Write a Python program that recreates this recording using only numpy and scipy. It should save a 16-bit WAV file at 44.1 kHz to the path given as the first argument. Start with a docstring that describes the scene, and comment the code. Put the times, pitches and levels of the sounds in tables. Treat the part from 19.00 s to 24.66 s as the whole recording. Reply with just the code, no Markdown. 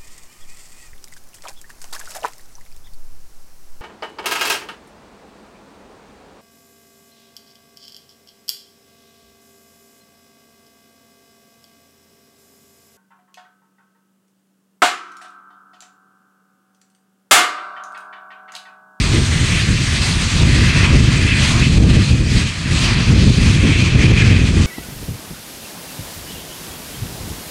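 """On windy grass, some way from a runway, a turboprop airliner is heard rolling along.
Its exhaust roars, its intakes hiss, its turbines scream and its compressor blades whine,
and all of these swell and fade in the moving air. Swirls of wind thump on the microphone
and drive the camera's limiter, which turns everything down, aircraft too, on each loud thump."""
import sys
import numpy as np
from scipy import signal
from scipy.fft import rfft, irfft, next_fast_len
from scipy.io import wavfile
from scipy.ndimage import uniform_filter1d, map_coordinates

SR = 44100
rng = np.random.default_rng(int(sys.argv[2]) if len(sys.argv) > 2 else 0)


def inscribe(sig):
    """Save sig as 16-bit PCM at rate SR to the path in sys.argv[1].

    A 1-D sig is mono; a 2-D sig holds one channel per row.
    Samples are clipped to [-1, 1] before scaling.
    """
    pcm = np.round(np.clip(np.atleast_2d(sig).T, -1, 1) * 32767)
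    wavfile.write(sys.argv[1], SR, pcm.astype(np.int16))


N = 249606

# how hard the wind blows on the microphone: (time [s], strength [dB])
WIND_STRENGTH = [(0, -14.5), (.19, -15), (1.33, -19), (1.44, -10), (1.89, -14.5), (1.94, -8), (2.32, -15.5),
                 (2.61, -13), (2.71, -16), (2.76, -7), (2.96, -7.5), (3.06, -16), (3.11, -11), (3.28, -16),
                 (3.38, -11), (3.54, -28), (3.74, -15), (4.06, -15), (4.12, -7.5), (4.31, -9.5),
                 (4.34, -16), (4.38, -10.5), (4.93, -14), (4.97, -7.5), (5.25, -10), (5.31, -7.5),
                 (5.49, -14.5), (5.54, -11), (5.66, -12)]
# the deep rumble of large swirls of air: (frequency [Hz], relative level [dB])
RUMBLE_SPECTRUM = [(8, -35), (20, -34), (35, -3), (55, -1.5), (80, 0.5), (130, -0.5), (180, -6), (250, -13),
                   (350, -31.5), (500, -54), (900, -78)]
# the higher flutter of small swirls: (frequency [Hz], relative level [dB])
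FLUTTER_SPECTRUM = [(80, -16), (170, -2.5), (250, 1), (330, -2), (420, -9), (520, -15), (680, -24),
                    (1200, -36.5), (3000, -77)]
# brief puffs of small swirls: (time [s], level [dB])
WIND_PUFFS = [(0.165, -20.5), (4.665, -18)]
# how well the gusty air carries the aircraft's noise: (time [s], level [dB])
AIR_CARRY = [(0, -27), (.53, -24.5), (.76, -27.5), (1.12, -22), (1.17, -28), (1.22, -24), (1.48, -24.5),
             (2.35, -27), (2.45, -18), (2.55, -24), (2.79, -27.5), (3.09, -26.5), (3.23, -33),
             (3.36, -24.5), (3.55, -31), (3.67, -30), (3.85, -19.5), (3.93, -25), (4.4, -26.5), (4.46, -22),
             (4.58, -29), (4.82, -24), (4.95, -28), (5.05, -20.5), (5.12, -29), (5.18, -23.5), (5.48, -29),
             (5.66, -28.5)]

# the hollow sound of the exhaust: (frequency [Hz], relative level [dB])
ROAR_SPECTRUM = [(60, 3.5), (200, 5), (450, -12.5), (650, -2.5), (790, -7.5), (980, 1), (1160, 2.5),
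                 (1450, -0.5), (1900, -11), (3000, -20), (6000, -60)]
# the exhaust's roar, before the air's swells: (time [s], level [dB])
ROAR_LEVELS = [(0, -30), (.77, -37), (1.86, -27.5), (2.34, -38.5), (2.56, -25.5), (2.72, -40), (2.9, -30),
               (3.31, -40), (3.99, -27.5), (4.15, -36.5), (5.1, -31), (5.44, -40), (5.66, -32)]
# air rushing into the intakes: (frequency [Hz], relative level [dB])
HISS_SPECTRUM = [(1000, -8), (2200, -3), (3000, 1), (3400, 0.5), (3950, 0), (4700, 0.5), (5250, -4.5),
                 (6300, -6), (7500, -19), (10000, -40), (15000, -70)]
# the sizzle, the highest part of that hiss: (frequency [Hz], relative level [dB])
SIZZLE_SPECTRUM = [(3000, -13), (5200, -6), (6400, 0.5), (7500, 0), (8900, -3), (10000, -10), (11500, -21),
                   (13000, -29.5), (15500, -52)]
# the sizzle, beamed forward, before the air's swells: (time [s], level [dB])
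SIZZLE_LEVELS = [(0, -30.5), (2.37, -33.5), (3.75, -32), (4.01, -36.5), (4.5, -31.5), (4.88, -37),
                 (5.24, -36), (5.66, -30.5)]
# the broad scream of the turbines: (frequency [Hz], relative level [dB])
SCREAM_SPECTRUM = [(900, -30), (1400, -7.5), (1650, 1), (1900, 2.5), (2050, 5), (2250, -1), (2600, -6),
                   (2850, -4.5), (3200, -9), (3800, -10.5), (5000, -21), (9000, -57)]
# one whistle for each spinning turbine stage: (pitch [Hz], width [Hz], relative level [dB])
STAGE_WHISTLES = [(2284, 180, -4.5), (2448, 186, -0.5), (2503, 120, -6), (2643, 100, -2), (3130, 920, -2)]
# the turbines, before the air's swells: (time [s], scream level [dB], whistle level [dB])
TURBINE_LEVELS = [(0, -29.5, -34), (.25, -29, -41), (.68, -25, -33), (1.15, -33, -39), (1.75, -24, -29.5),
                  (2.02, -30, -32.5), (2.2, -26.5, -30), (2.85, -34, -34.5), (3.6, -30.5, -36.5),
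                  (3.95, -28, -31.5), (4.3, -33.5, -36.5), (4.62, -27.5, -29.5), (4.85, -32, -28),
                  (5.3, -27, -30.5), (5.66, -32.5, -37.5)]
# a swirl of air focuses the scream into a whoosh: (time [s], half length [s], level [dB])
SCREAM_WHOOSHES = [(.56, 0.065, -30), (1.847, 0.048, -28.5), (2.315, 0.037, -22), (2.638, 0.037, -25),
                   (4.75, 0.028, -27), (5.033, 0.049, -27), (5.195, 0.06, -25.5), (5.333, 0.036, -25.5)]


def amp(db):
    """Turn decibels into a number to multiply a sound by."""
    return 10 ** (np.asarray(db) / 20)


def unit(x):
    """Scale a sound to a standard average strength (rms 1)."""
    return x / np.sqrt(np.mean(x ** 2) + 1e-20)


def seconds():
    """The time of each sample."""
    return np.arange(N) / SR


def curves(rows):
    """Join a table's points with straight lines: one curve for each column after the time."""
    times, *columns = np.transpose(rows)
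    return [np.interp(seconds(), times, column) for column in columns]


def bump(centre_s, half_s):
    """A smooth swell of height 1 around a time."""
    return np.exp(-((seconds() - centre_s) / half_s) ** 2)


def wobble(rate):
    """A smooth curve through `rate` random points a second."""
    points = rng.standard_normal(4096)
    return map_coordinates(points, [seconds() * rate], mode="wrap")


def filtered(x, response):
    """Multiply each frequency in a sound by the gain that `response` gives it."""
    size = next_fast_len(N + SR // 2)
    hz = np.fft.rfftfreq(size, 1 / SR)
    return irfft(rfft(x, size) * response(hz), size)[:N]


def coloured(x, spectrum):
    """Shape a sound's lows and highs by a spectrum table, at standard strength."""
    points_hz, db = np.transpose(spectrum)
    return unit(filtered(x, lambda hz: amp(np.interp(np.log(hz + 1), np.log(points_hz), db))))


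def narrow(centre_hz, width_hz):
    """A band of noise slim enough to have a pitch."""
    noise = rng.standard_normal(N)
    return unit(filtered(noise, lambda hz: 1 / (1 + (2 * (hz - centre_hz) / width_hz) ** 2)))


def evened(x, share):
    """Steady a noise by taking out a share of its slow chance swells."""
    power = np.abs(uniform_filter1d(x ** 2, size=SR // 9)) + 1e-9
    return unit(x / power ** (share / 2))


def twinkling(depth_db):
    """Noise that has crossed swirling air: patches of it fade and flare."""
    grid = signal.stft(rng.standard_normal(N), nperseg=512)[2]  # noise split by frequency and time
    patches = rng.standard_normal(grid.shape)
    for _ in range(2):
        patches = uniform_filter1d(patches, size=14, axis=0)
        patches = uniform_filter1d(patches, size=9, axis=1)
    return signal.istft(grid * amp(depth_db * unit(patches)), nperseg=512)[1][:N]


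def scattered(phase, direct, rate):
    """A tone that arrives partly straight, partly by wandering paths."""
    return unit((direct + wobble(rate)) * np.sin(phase) + wobble(rate) * np.cos(phase))


def wind():
    """Large swirls of air thump on the microphone; strong gusts add quicker, smaller ones."""
    breeze_db, freshen_db_per_s = -13.5, 0.36
    strength_db, = curves(WIND_STRENGTH)
    gust_db = strength_db - breeze_db + 1.22 * wobble(17)
    rumble = evened(coloured(rng.standard_normal(N), RUMBLE_SPECTRUM), share=0.9)
    flutter = evened(coloured(rng.standard_normal(N), FLUTTER_SPECTRUM), share=0.4)
    finest = coloured(rng.standard_normal(N), [(hz * 1.45, db) for hz, db in FLUTTER_SPECTRUM])
    # the smaller the swirls, the faster they grow with a gust
    rumble_db = -13 + 1.08 * gust_db
    flutter_db = -26.5 + 1.21 * gust_db + freshen_db_per_s * seconds() + 0.57 * wobble(8)
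    finest_db = -40 + 1.95 * gust_db
    puffs = sum(amp(db) * bump(s, half_s=0.042) for s, db in WIND_PUFFS)
    small_swirls = (amp(flutter_db) + puffs) * flutter + amp(finest_db) * finest
    # small swirls ride on the large ones, so they come in bursts with each thump
    rumble_power = np.abs(uniform_filter1d(rumble ** 2, size=SR // 80))
    thumps = unit(np.sqrt(rumble_power) + .5)
    return amp(rumble_db) * rumble + thumps * small_swirls


def exhaust(swell_db):
    """The hollow roar of the exhaust pipes and the air behind the propellers, with one narrow howl."""
    roar_db, = curves(ROAR_LEVELS)
    roar = coloured(twinkling(depth_db=1.5), ROAR_SPECTRUM)
    howl = amp(-13.5 + 1.7 * wobble(4.46)) * narrow(centre_hz=1195, width_hz=63)
    return amp(roar_db + .5 * swell_db) * (roar + howl)


def intakes(swell_db):
    """Air hisses into the intakes; the sizzle on top grows and fades on its own."""
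    fade_db_per_s = 0.2
    sizzle_db, = curves(SIZZLE_LEVELS)
    hiss = amp(-25 - fade_db_per_s * seconds()) * coloured(twinkling(depth_db=1.35), HISS_SPECTRUM)
    sizzle = amp(sizzle_db) * coloured(twinkling(depth_db=1.2), SIZZLE_SPECTRUM)
    return amp(swell_db) * (hiss + sizzle)


def turbines(swell_db):
    """A broad scream, topped by a whistle from each spinning stage; whooshes lift both."""
    scream_db, whistle_db = curves(TURBINE_LEVELS)
    whoosh = sum(amp(db) * bump(s, half_s) for s, half_s, db in SCREAM_WHOOSHES)
    scream = np.hypot(amp(scream_db), whoosh) * coloured(twinkling(depth_db=2.0), SCREAM_SPECTRUM)
    # each stage flares and fades in its own time
    stages = sum(amp(db + 1.5 * wobble(13)) * narrow(hz, width) for hz, width, db in STAGE_WHISTLES)
    whistles = np.hypot(amp(whistle_db), whoosh) * stages
    return amp(.5 * swell_db) * (scream + whistles)


def compressor(swell_db):
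    """Spinning blades whine, with a second tone an octave up; the air makes both waver."""
    blade_hz, start_db = 4132, -39.5
    turn_s, turn_fade_db_per_s = 4.4, 7  # the lower tone fades as the intakes turn away
    octave_fade_db_per_s = 6
    tone_db = start_db - turn_fade_db_per_s * np.maximum(seconds() - turn_s, 0)
    octave_db = start_db - octave_fade_db_per_s * seconds()
    pitch_hz = blade_hz + 5 * wobble(12) + 15 * wobble(150)
    phase = 2 * np.pi * np.cumsum(pitch_hz) / SR
    tone = amp(tone_db) * scattered(phase, direct=.8, rate=36)
    octave = amp(octave_db) * scattered(2 * phase, direct=0.72, rate=47)
    return amp(swell_db) * (tone + octave)


def airliner():
    """All the engine sounds share the slow swells and quick flicker of the air they cross."""
    usual_db = -25.5
    carry_db, = curves(AIR_CARRY)
    swell_db = carry_db - usual_db
    flicker = amp(0.89 * wobble(40))
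    return flicker * (exhaust(swell_db) + turbines(swell_db) + intakes(swell_db) + compressor(swell_db))


def limiter(x, ceiling, release_db_per_s):
    """The volume drops within a millisecond on peaks over the ceiling, then climbs back steadily."""
    excess_db = 20 * np.log10(np.maximum(np.abs(x) / ceiling, 1))
    climb_db = release_db_per_s * seconds()
    cut_db = np.maximum.accumulate(excess_db + climb_db) - climb_db
    return x * amp(-uniform_filter1d(cut_db, size=22))


def scene():
    """The distant airliner and the wind, in one channel."""
    return (airliner() + wind())[None]


def record(dry):
    """The camera holds down the loud gusts and cuts off the very highest treble."""
    top_hz = 15650
    limited = limiter(dry[0], ceiling=.8, release_db_per_s=145)
    return filtered(limited, lambda hz: hz < top_hz)[None]


dry = scene()
out = record(dry)
inscribe(out)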